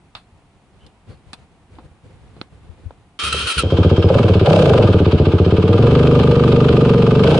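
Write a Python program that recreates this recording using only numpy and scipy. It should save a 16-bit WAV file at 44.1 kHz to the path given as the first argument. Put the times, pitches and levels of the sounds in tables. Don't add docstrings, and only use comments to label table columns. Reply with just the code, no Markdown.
import sys
import numpy as np
from scipy import signal
from scipy.fft import rfft, irfft, next_fast_len
from scipy.io import wavfile
from scipy.ndimage import uniform_filter1d, minimum_filter1d

SR = 44100
rng = np.random.default_rng(int(sys.argv[2]) if len(sys.argv) > 2 else 0)


def materialize(psi):
    bounded = np.clip(np.atleast_2d(psi).T, -1, 1)
    quanta = np.round(bounded * 32767).astype(np.int16)
    wavfile.write(sys.argv[1], SR, quanta)


N = 326008
TIME = np.arange(N) / SR
FFT_SIZE = next_fast_len(N, True)
FREQS = np.maximum(np.arange(FFT_SIZE // 2 + 1) * SR / FFT_SIZE, 1)
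STARTER_ON_S, STARTER_OFF_S, FIRST_FIRING_S = 3.19, 3.625, 3.634
SPIN_UP_S, SPIN_DOWN_S, THROTTLE_LEAD_S = .0323, .2512, .018
FAST_IDLE_RATE = 24

# frequency in Hz, level in dB.
SCUFF = [(500, -1), (1200, -4), (2500, -8.5), (4200, -12.5), (5500, -20.5), (10000, -23.5)]
RUMBLE = [(25, -26), (60, 3), (90, 3), (170, -4.5), (260, -14.5), (500, -13), (900, -50.5)]
HISS = [(2940, -16.5), (5000, -7.5), (5300, -8.5), (7010, -14.5), (8660, -18), (10100, -22), (10700, -23.5),
        (13900, -55), (22000, -120)]
# pitch in Hz, width in Hz, level in dB.
CASE_MODES = [(1344, 43, 0.5), (2530, 350, -6.5), (3176, 48, 2.5), (3730, 25, -3), (8460, 36, -11.5),
              (10350, 43, -9)]
# pitch in Hz, width in Hz, level in dB.
PIPE_MODES = [(100.7, 24, 1), (138.7, 22, -8), (150.9, 9.4, -7.5), (187.5, 20, -4), (233.5, 31, -10),
              (321, 102, -4), (407.7, 51, -5), (454.6, 12.4, -4.5), (516, 5, -17)]
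# start in seconds, length in seconds, added firings per second,
# opening from 0 to 1, level of the hard barks in dB, their starting pitch in Hz.
BLIPS = [(4.117, .086, 7.45, .6, -1, 600), (4.464, .127, 18.14, 1, 2, 730), (7.252, .2, 3.6, .9, -13, 780)]
# time in seconds, spread of pulse strength in dB, spread of timing as a share of a cycle.
UNEVEN_BURN = [(3.63, 3, .008), (5.3, 2.5, .008), (5.7, 2.5, .012), (6.0, 1.5, .005), (6.18, 1.2, .003),
               (6.3, 4.5, .028), (6.42, 2, .008), (6.65, 2, .006), (6.8, 4.5, .025), (6.9, 1.2, .004),
               (7.15, 1.2, .005), (7.3, 3, .02)]
# share of the cycle, rushing gas in dB, clatter in dB.
CYCLE_NOISE = [(0, -12, -3), (.04, 0, -3.5), (.2, -3, -7.5), (.45, -8, -8.5), (.68, -15, -8),
               (.76, -15, -1), (.83, -14, -.5), (.92, -15, -3), (1, -12, -3)]
# share of the cycle, boom in dB, bark in dB, rasp in dB.
VALVE_LEVELS = [(0, -2, -3, 0), (.07, 0, -2.5, 1), (.2, 0, 3, 0), (.33, 0, 2, -3), (.5, 0, 0, -6),
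                (.63, -8, 1.5, -6), (.76, -6, .5, -8), (.9, -2, -1.5, -8), (1, -2, -3, 0)]
# time in seconds, pitch in Hz, boost in dB.
BOOM_NOTE = [(3.63, 89.5, -16.5), (4.1, 97, -15), (4.17, 120, 6.5), (4.3, 100.5, -5.5), (4.45, 98, -17.5),
             (4.49, 159.6, 21.5), (4.56, 174, 20.5), (4.64, 159, 0.5), (4.72, 115, 0), (4.9, 99.3, -12),
             (5.4, 93.2, -13), (5.95, 123, -10), (6.8, 132, -12.5), (6.93, 180, 12), (7.3, 185, 2)]
# time in seconds, level in dB.
KNOCKS = [(3.831, -31), (4.024, -30), (4.336, -29), (4.395, -34), (4.461, -22), (4.828, -24.5),
          (4.934, -36), (5.057, -27), (5.12, -27), (5.255, -31), (5.951, -29), (6.198, -22), (6.437, -49),
          (6.523, -27), (6.689, -21), (7.237, -23), (7.266, -20), (7.301, -32), (7.32, -27), (7.343, -32)]


def from_db(db):
    return 10 ** (np.asarray(db) / 20)


def rms_one(x):
    return x / np.sqrt(np.mean(x ** 2) + 1e-20)


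def evened(x):
    power = np.atleast_2d(x ** 2).mean(axis=0)
    power = uniform_filter1d(uniform_filter1d(power, size=4400), size=3000)
    return x / np.sqrt(np.maximum(power, 0) + np.mean(x ** 2) / 20)


def in_time(rows, at=TIME):
    points, *columns = np.transpose(rows)
    return [np.interp(at, points, column) for column in columns]


def at_hz(points):
    hz, value = np.transpose(points)
    return np.interp(np.log(FREQS), np.log(hz), value)


def cut(x, hz, kind, order=2):
    return signal.sosfilt(signal.butter(order, hz, kind, fs=SR, output="sos"), x + 1e-18)


def wobble(hz):
    return rms_one(cut(rng.standard_normal(N), hz, "low"))


def noise(spectrum, likeness=1):
    # frequency in Hz, likeness of left and right from 0 to 1.
    side_likeness = [(60, .995), (250, .985), (500, .96), (1100, .85), (2000, .25), (3200, .05),
                     (5000, .35), (10000, .35)]
    # frequency in Hz, left minus right in dB.
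    balance = [(250, .3), (1000, -.9), (3000, -.3), (6000, 1.0), (8500, 8.0)]
    mid, side = rfft(rng.standard_normal((2, FFT_SIZE)))
    alike, sides = np.clip(likeness * at_hz(side_likeness), -1, 1), np.array([[1], [-1]])
    both = np.sqrt(1 + alike) * mid + np.sqrt(1 - alike) * side * sides
    edge_fade = np.minimum(1, np.minimum(FREQS / spectrum[0][0], spectrum[-1][0] / FREQS)) ** 4
    colour = from_db(at_hz(spectrum) + sides * at_hz(balance) / 2)
    return rms_one(irfft(both * edge_fade * colour, FFT_SIZE)[:, :N])


def resonate(x, modes):
    out = 0
    for hz, width, db in modes:
        r = np.exp(-np.pi * width / SR)
        feedback = [1, -2 * r * np.cos(2 * np.pi * hz / SR), r * r]
        feed = np.array([1, 0, -1]) * (1 - r * r) / 2
        out = out + from_db(db) * signal.lfilter(feed, feedback, x + 1e-18)
    return out


def glide(x, hz, width_hz):
    turn, r = np.exp(2j * np.pi * np.cumsum(hz) / SR), np.exp(-np.pi * width_hz / SR)
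    return 2 * np.real(turn * signal.lfilter([1 - r], [1, -r], (x + 1e-18) / turn))


def decay(s, t60):
    out, span = np.zeros(N), slice(int(s * SR), int((s + 2 * t60) * SR))
    out[span] = from_db(-60 * (TIME[span] - s) / t60)
    return out


def swell(s, held, attack, release):
    return np.clip((TIME - s) / attack, 0, 1) * np.exp(-np.clip((TIME - s - held) / release, 0, 20))


def street(level_db=-54):
    # frequency in Hz, level in dB.
    colour = [(18, -15), (30, -0.5), (69, -6.5), (176, -6), (296, -11), (603, -20.5), (699, -13),
              (894, -16.5), (1610, -26), (2510, -25.5), (5380, -37.5), (9960, -38.5), (10700, -44.5),
              (13900, -67.5), (22000, -120)]
    return from_db(level_db) * noise(colour)


def control_clicks(ring_db=-7, tail_db=-27, tail_t60=0.14):
    # frequency in Hz, level in dB.
    colour = [(88, -34), (150, -5), (252, 6), (373, -1.5), (928, -1), (1420, -8), (2310, -12.5),
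              (3870, -5.5), (4710, -4.5), (5740, -22), (7500, -23), (9980, -24), (10700, -24), (13900, -60),
              (22000, -120)]
    # pitch in Hz, width in Hz, level in dB.
    lever_modes = [(1300, 140, -8), (2570, 75, 1), (3540, 120, -1), (4170, 17, 6)]
    # time in seconds, level in dB, added bass in dB, added treble in dB, fade in seconds.
    click_times = [(.151, -24.5, -16, -37, 0.055), (0.165, -37, -8, -1, 0.18),
                   (0.865, -49.5, -14, 11, 0.038), (1.332, -22, -11, 1, 0.048), (1.754, -44, 2, -7, 0.015),
                   (1.785, -57.5, 29, -27, 0.077), (2.365, -51.5, 15.5, -14, 0.068),
                   (2.414, -18.5, 2.5, -12.5, 0.017), (2.907, -51, 26, -8, 0.021)]
    snap, echo = noise(colour), noise(SCUFF)
    snap = rms_one(snap + from_db(ring_db) * rms_one(resonate(snap, lever_modes)))
    bass, middle, treble, tail = np.zeros((4, N))
    for s, db, bass_db, treble_db, t60 in click_times:
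        blow = from_db(db) * decay(s, t60)
        bass += from_db(bass_db) * blow
        middle += blow
        treble += from_db(treble_db) * blow
        tail += from_db(db + tail_db) * decay(s, tail_t60)
    return (cut(snap * bass, 980, "low") + cut(snap * middle, [700, 4500], "band")
            + cut(snap * treble, 3030, "high") + echo * tail)


def mic_bumps(t60=0.1):
    # time in seconds, level in dB, pitch in Hz, left minus right in dB.
    bumps = [(0.151, -36, 105, 1), (0.323, -39, 89, 0), (1.098, -40, 110, 20), (1.265, -44, 102, 24),
             (2.692, -29, 82.5, 17), (2.857, -20, 89, 13)]
    sides = np.array([[.5], [-.5]])
    thuds = sum(from_db(db + pan_db * sides) * decay(s, t60) * np.sin(2 * np.pi * hz * (TIME - s))
                for s, db, hz, pan_db in bumps)
    return cut(thuds, 150, "low")


def mic_rumble(attack_s=0.052, release_s=0.04, still_rumble_db=-59, still_scuff_db=-69):
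    # start in seconds, length in seconds, low rumble in dB, scuff in dB.
    swells = [(0.73, 0.14, -50.5, -65), (1.062, 0.066, -39, -55), (1.233, 0.18, -56.5, -62.5),
              (1.685, 0.16, -47.5, -62.5), (2.02, 0.39, -46, -61.5), (2.5, 0.43, -46.5, -63)]
    rumble, scuff = from_db(still_rumble_db), from_db(still_scuff_db)
    for s, held, rumble_db, scuff_db in swells:
        shape = swell(s, held, attack_s, release_s)
        rumble = rumble + from_db(rumble_db) * shape
        scuff = scuff + from_db(scuff_db) * shape
    flutter_db = 3 * wobble(14)
    rumble = rumble * from_db(flutter_db) * noise(RUMBLE, likeness=0.67)
    return rumble + scuff * from_db(flutter_db / 2) * noise(SCUFF)


def squeaks(width_hz=500, attack_s=.012, release_s=0.028):
    # start in seconds, length in seconds, level in dB, pitch in Hz.
    scrapes = [(.79, 0.074, -61.5, 3000), (1.09, 0.032, -62, 4380)]
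    out, rub = 0, rng.standard_normal(N)
    for s, held, db, hz in scrapes:
        mode = [(hz, width_hz, 0)]
        scrape = rms_one(resonate(resonate(rub, mode), mode))
        out = out + from_db(db) * swell(s, held, attack_s, release_s) * scrape
    return out


def starter_gears(free_db=-26.5, ring_db=-3, whine_db=-38, sing_db=-4, grip_s=0.0044, slip_s=0.0059):
    # frequency in Hz, level in dB.
    colour = [(150, -34.5), (250, -16), (401, -8.5), (866, -22.5), (1150, -10.5), (1340, -4.5),
              (1960, -12.5), (2090, -16.5), (3100, 1.5), (3570, -9.5), (4240, -6), (5710, -11.5),
              (7950, -14), (9750, -3.5), (10700, -39), (13900, -61), (22000, -120)]
    # start in seconds, length in seconds, grinding in dB, whine in dB.
    surges = [(3.193, 0.042, -34.5, -63), (3.233, 0.054, -28.5, -57), (3.324, 0.0055, -21.5, -22.5),
              (3.344, 0.087, -31.5, -62), (3.468, 0.056, -26, -35), (3.576, 0.026, -24, -26.5)]
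    # time in seconds, pitch in Hz.
    whine_pitch = [(3.2, 1153), (3.28, 1280), (3.325, 1400), (3.35, 1310), (3.42, 1400), (3.465, 1500),
                   (3.525, 1295), (3.572, 1530), (3.62, 1234)]
    # multiple of the pitch, level in dB.
    overtones = [(1, 0), (2, -4), (3, -5), (6, -14), (7, -13)]
    running = (TIME >= STARTER_ON_S) * (TIME < STARTER_OFF_S) + decay(STARTER_OFF_S, 0.023)
    grind_level, whine_level = 0, running * from_db(whine_db)
    for s, held, grind_db, tone_db in surges:
        load = swell(s, held, grip_s, slip_s)
        grind_level = grind_level + from_db(grind_db) * load
        whine_level += (from_db(tone_db) + from_db(grind_db + sing_db)) * load
    teeth = from_db(wobble(500))
    grit = noise([(1000, 0.0057), (10500, 0.0025)])
    gears = noise(colour) + from_db(ring_db) * rms_one(resonate(grit, CASE_MODES))
    grinding = running * from_db(free_db) * cut(gears, 5500, "low") + gears * grind_level
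    whine_hz, = in_time(whine_pitch)
    angle = 2 * np.pi * np.cumsum(whine_hz + 28 * wobble(86.8)) / SR
    whine = sum(from_db(db) * np.sin(k * angle) for k, db in overtones)
    return teeth * (grinding + whine * whine_level)


def air_puffs(pump_hz=70.6, pipe_db=-16, chug_s=3.345, chug_db=-18):
    # start in seconds, length in seconds, level in dB.
    puff_times = [(3.225, 0.14, -31), (3.335, 0.13, -28), (3.564, 0.16, -22.5)]
    air = noise(RUMBLE)
    hollow = rms_one(resonate(air, PIPE_MODES[-3:]))
    pump = np.sin(2 * np.pi * pump_hz * TIME) + 0.64 * air + from_db(pipe_db) * hollow
    pump *= sum(from_db(db) * swell(s, held, 0.0083, 0.0083) for s, held, db in puff_times)
    return pump + from_db(chug_db) * decay(chug_s, 0.024) * hollow


def starter_run_down(turns, ring_db=-34, ring_hz=3170, whistle_width_hz=70):
    # time in seconds, pitch in Hz, level in dB.
    whistle_path = [(3.93, 5570, -98), (3.97, 5350, -61), (4.0, 5450, -47), (4.03, 5140, -47),
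                    (4.09, 4900, -47), (4.14, 4880, -90)]
    _, knock_db = in_time(CYCLE_NOISE, turns % 1)
    shaken = noise(HISS) * from_db(1.1 * knock_db)
    ring = rms_one(resonate(shaken, [(ring_hz, 60, 0)])) * swell(STARTER_OFF_S, 0.34, 1 / SR, 0.063)
    hz, db = in_time(whistle_path)
    whistle = rms_one(glide(glide(shaken, hz, whistle_width_hz), hz, whistle_width_hz))
    return from_db(ring_db) * ring + from_db(db) * whistle


def engine_speed():
    # time in seconds, firings per second.
    idle_speed = [(3.634, 8.927), (3.776, 16.902), (3.921, 14.592), (4.13, 17.543), (4.239, 13.198),
                  (5.2, 12.505), (5.641, 17.726), (5.955, 25.165), (6.589, 23.876), (6.642, 24.667),
                  (7.059, 22.85), (7.39, 25.826)]
    idle, = in_time(idle_speed)
    return idle + sum(added * swell(s, held, SPIN_UP_S, SPIN_DOWN_S) for s, held, added, *_ in BLIPS)


def engine_cycles(rate):
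    turns = np.cumsum(rate * (TIME >= FIRST_FIRING_S)) / SR
    _, spread = in_time(UNEVEN_BURN)
    cycles = np.arange(int(turns[-1]) + 2)
    return turns + spread * np.interp(turns, cycles, rng.standard_normal(len(cycles)) * (cycles > 0))


def since_firing(turns):
    fired = np.diff(np.ceil(turns), prepend=0) > 0
    return TIME - np.maximum.accumulate(TIME * fired)


def engine_levels(rate, linger_s=0.22, catch_db=-11, catch_s=0.15):
    # base level in dB, dB added per doubling of speed, dB added at full throttle.
    laws = [(-7.5, 0.84, -1.1), (-16.5, 3.74, -2.1), (-21.5, 0.65, 14.5), (-33, 4.5, 2.8), (-53.5, 8.2, 4.6)]
    throttle = sum(opening * swell(s - THROTTLE_LEAD_S, held + opening * linger_s, 0.0031, 0.11)
                   for s, held, _, opening, *_ in BLIPS)
    doublings = np.log2(np.maximum(rate, 14) / FAST_IDLE_RATE)
    boom, bark, rasp, clatter, hiss = (db + speed_db * doublings + throttle_db * throttle
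                                       for db, speed_db, throttle_db in laws)
    weak_db = catch_db * np.clip(1 - (TIME - FIRST_FIRING_S) / catch_s, 0, 1)
    burble = swell(4.63, .2, SPIN_UP_S, SPIN_UP_S)
    return (boom + weak_db, bark + weak_db + 3 * burble, rasp + weak_db + 3.9 * burble,
            clatter + weak_db / 2, hiss)


def gas_flow(turns, gas, heat, rush_db=-21):
    # share of the cycle, signed strength, treble cutoff in Hz, dB added when hot.
    strokes = [(.008, -1.8, 900, -3), (.15, .5, 420, 3), (.224, 4.5, 70, 0), (.407, 3.2, 78, 2),
               (.62, -.2, 320, 3)]
    flow, cycles = 0, np.arange(int(turns[-1]) + 1)
    uneven_db, _ = in_time(UNEVEN_BURN)
    for share, strength, soft_hz, hot_db in strokes:
        at = np.searchsorted(turns, cycles + share)
        at = at[at < N]
        chance_db = uneven_db[at] * rng.standard_normal(len(cycles))[:len(at)]
        pulses = np.bincount(at, strength * from_db(hot_db * heat[at] + chance_db), N)
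        flow = flow + cut(cut(pulses, soft_hz, "low", order=1), soft_hz, "low", order=1)
    rush = rms_one(gas * noise([(60, -24.5), (200, -10.0), (700, -17.5)]))
    return rms_one(flow) + from_db(rush_db + uneven_db) * rush


def bounce(x, round_trip_s=.0075, direct_share=0.888):
    lag = np.exp(-2j * np.pi * FREQS * round_trip_s)
    return irfft(rfft(x, FFT_SIZE) * (direct_share + lag) / (1 + direct_share * lag), FFT_SIZE)[:, :N]


def putts(turns, attack_s=0.011, hold_share=.5, release_share=.07, sag_per_s=2.7, pitch_ratio=1.09):
    age = since_firing(turns)
    note_hz, _ = in_time(BOOM_NOTE)
    held = np.clip(age / attack_s, 0, 1) * np.exp(-np.maximum(turns % 1 - hold_share, 0) / release_share)
    swings = pitch_ratio * note_hz * age * (1 - sag_per_s * age / 2)
    return (turns > 0) * held * np.cos(2 * np.pi * swings - np.pi / 3)


def exhaust(flow, turns, heat, boom_db, bark_db, split_hz=260, silencer_hz=740, putt_db=-1.5):
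    # time in seconds, pitch in Hz, boost in dB.
    bark_note = [(3.63, 542, 5.5), (4.45, 447, -7.5), (4.56, 553, 8), (4.66, 454, 10.5), (4.9, 408, -17),
                 (5.4, 427, -8), (6.0, 496, 7), (6.3, 476, 3), (6.7, 468, 7.5), (7.3, 446.4, 8.5)]
    pipe = sum(resonate(flow * share, [(hz * pitch, width, db) for hz, width, db in PIPE_MODES])
               for share, pitch in ((1 - heat, .94), (heat, 1.025)))
    pipe = cut(cut(pipe, 89.6, "high", order=3), silencer_hz, "low")
    boom_valve_db, bark_valve_db, _ = in_time(VALVE_LEVELS, turns % 1)
    boom_hz, boom_boost_db = in_time(BOOM_NOTE)
    boom = cut(pipe, split_hz, "low")
    boom += from_db(boom_boost_db) * glide(boom, boom_hz, width_hz=50)
    boom = evened(boom * from_db((1.5 - heat) * boom_valve_db))
    boom += (1 - heat) * from_db(putt_db) * evened(putts(turns))
    bark_hz, bark_boost_db = in_time(bark_note)
    bark = (TIME >= FIRST_FIRING_S) * bounce(cut(pipe, split_hz, "high"))
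    bark += from_db(bark_boost_db) * glide(bark, bark_hz, width_hz=35)
    bark *= from_db(bark_valve_db)
    return from_db(boom_db - 2.5) * evened(boom) - from_db(bark_db + 3) * evened(bark)


def case_clatter(knock, level_db, ring_db=-13, knock_t60=0.064):
    # frequency in Hz, level in dB.
    colour = [(500, -16.5), (850, -3), (915, -6), (993, -4), (1080, -10.5), (1240, -4), (1350, -8),
              (1560, -7), (1820, -20.5), (1990, -21.5), (2190, -13), (2670, -11), (2990, -9.5), (4890, -22),
              (6000, -44), (7800, -60.5), (13200, -120)]
    metal = noise(colour) + from_db(ring_db) * rms_one(resonate(noise(colour), CASE_MODES))
    sharp = sum(from_db(db) * decay(s, knock_t60) for s, db in KNOCKS)
    return from_db(level_db + 4.5) * evened(metal * knock) + metal * sharp


def blows(turns, spread_share=.008, spread_db=3.5):
    # share of the cycle, strength in dB.
    contacts = [(.3, -8), (.55, -9), (.75, -3), (.80, 0), (.86, -3), (.99, -4)]
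    out, cycles = 0, np.arange(int(turns[-1]) + 1)
    for share, db in contacts:
        late, force = rng.standard_normal((len(cycles), 2)).T
        at = np.searchsorted(turns, cycles + share + spread_share * late)
        out = out + np.bincount(at, from_db(db + spread_db * force), N + 1)[:N]
    return out


def fin_ticks(turns, level_db, knock_boost_db=35, spread_db=2.5):
    # pitch in Hz, width in Hz, level in dB.
    fin_modes = [(1760, 16, -16), (2642, 32, 0), (3110, 17, -3), (3490, 34, -7.5), (4130, 16, -7),
                 (5050, 22, -12.5), (6314, 27, -21)]
    ticking = np.array([sum(resonate(blows(turns), [mode]) for mode in fin_modes) for _ in range(2)])
    s, db = np.transpose(KNOCKS)
    knocks = 0
    for mode in fin_modes:
        force = from_db(db + knock_boost_db + spread_db * rng.standard_normal(len(s)))
        knocks = knocks + resonate(np.bincount((s * SR).astype(int), force, N), [mode])
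    return from_db(level_db - 7) * evened(ticking) + cut(knocks, 4200, "low")


def barrel_ring(turns, rate, loudest_db=-29):
    # pitch in Hz, width in Hz, level in dB.
    barrel_modes = [(1029, 39, 4.5), (1207, 58, 10), (2930, 53, -19.5)]
    ring = cut(resonate(blows(turns), barrel_modes), 3200, "low", order=3)
    return from_db(loudest_db - 1.1 * np.abs(rate - FAST_IDLE_RATE)) * evened(ring)


def throttle_rasp(flow, turns, roughness, level_db, rush_db=-9, throat_db=-10):
    # frequency in Hz, level in dB.
    colour = [(520, 18), (700, 3.5), (850, -4.5), (1000, -42.5)]
    # pitch in Hz, width in Hz, level in dB.
    throat_modes = [(542, 9.8, 10), (613, 77, 11), (677, 33, -13), (766, 22, -18.5)]
    *_, valve_db = in_time(VALVE_LEVELS, turns % 1)
    throat = cut(resonate(flow, throat_modes), [450, 880], "band") * from_db(valve_db)
    rush = noise(colour) * roughness
    return from_db(level_db) * (from_db(rush_db) * evened(rush) + from_db(throat_db) * evened(throat))


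def engine(turns, rate, slow_rate=15):
    boom_db, bark_db, rasp_db, clatter_db, hiss_db = engine_levels(rate)
    gas_db, knock_db = in_time(CYCLE_NOISE, turns % 1)
    heat = np.clip((rate - slow_rate) / (FAST_IDLE_RATE - slow_rate), 0, 1)
    running = turns > 0
    gas = running * from_db(gas_db)
    flow = gas_flow(turns, gas, heat)
    force_db = rng.standard_normal(int(turns[-1]) + 1)[turns.astype(int)]
    knock = running * from_db(knock_db + force_db - 0.3 * wobble(290))
    clatter = case_clatter(knock, clatter_db) + fin_ticks(turns, clatter_db) + barrel_ring(turns, rate)
    rasp = throttle_rasp(flow, turns, gas + 0.2 * knock, rasp_db)
    hiss = from_db(hiss_db + 5) * evened(noise(HISS) * (knock + 0.17 * running))
    return exhaust(flow, turns, heat, boom_db, bark_db) + clatter + rasp + hiss


def hard_barks(turns, rest_hz=500, sag_s=0.00517, ring_s=0.0054, die_s=0.005):
    age = since_firing(turns)
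    ring = np.clip(age * SR / 40, 0, 1) * np.exp(-np.maximum(age - ring_s, 0) / die_s)
    out, roughness = 0, .45 * wobble(130)
    for s, held, _, _, db, hz in BLIPS:
        swings = rest_hz * age + (hz - rest_hz) * sag_s * (1 - np.exp(-age / sag_s))
        throttle = swell(s - THROTTLE_LEAD_S, held, 1 / SR, 0.0078)
        out = out - from_db(db - .5) * throttle * ring * np.sin(2 * np.pi * swings + roughness)
    return out


def pops(width_hz=110, ring_t60=0.055, crack_db=-8, crack_t60=0.017):
    # time in seconds, level in dB, pitch in Hz.
    spits = [(4.71, -17, 740), (4.737, -24, 805), (4.755, -25, 760), (4.782, -27, 850), (4.809, -22.5, 825),
             (4.867, -25, 850), (7.243, -19.5, 700), (7.305, -16, 760), (7.319, -20, 840),
             (7.345, -22, 670), (7.384, -37, 805)]
    gas = rms_one(cut(rng.standard_normal(N), [500, 1500], "band"))
    ring = sum(from_db(db) * decay(s, ring_t60) * rms_one(resonate(gas, [(hz, width_hz, 0)]))
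               for s, db, hz in spits)
    return ring + gas * sum(from_db(db + crack_db) * decay(s, crack_t60) for s, db, _ in spits)


def surroundings(x, echo_db=-17, left_s=.0131, right_s=.0194):
    echo = from_db(echo_db) * cut(x, 420, "high", order=1)
    return x + np.array([np.interp(TIME - late, TIME, side, left=0)
                         for late, side in zip((left_s, right_s), echo)])


def scene():
    rate = engine_speed()
    turns = engine_cycles(rate)
    quad = surroundings(engine(turns, rate) + hard_barks(turns) + pops())
    starter = starter_gears() + air_puffs() + starter_run_down(turns)
    small_sounds = mic_rumble() + squeaks() + control_clicks() + mic_bumps()
    return quad + starter + small_sounds + street()


def record(dry, ceiling=.8, bass_hz=36, top_hz=10500):
    dry = cut(dry, bass_hz, "high")
    needed_gain = np.minimum(1, ceiling / (np.abs(dry).max(axis=0) + 1e-9))
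    gain = uniform_filter1d(minimum_filter1d(needed_gain, size=121), size=121)
    return signal.sosfilt(signal.ellip(12, .2, 90, top_hz, fs=SR, output="sos"), dry * gain)


dry = scene()
out = record(dry)
materialize(out)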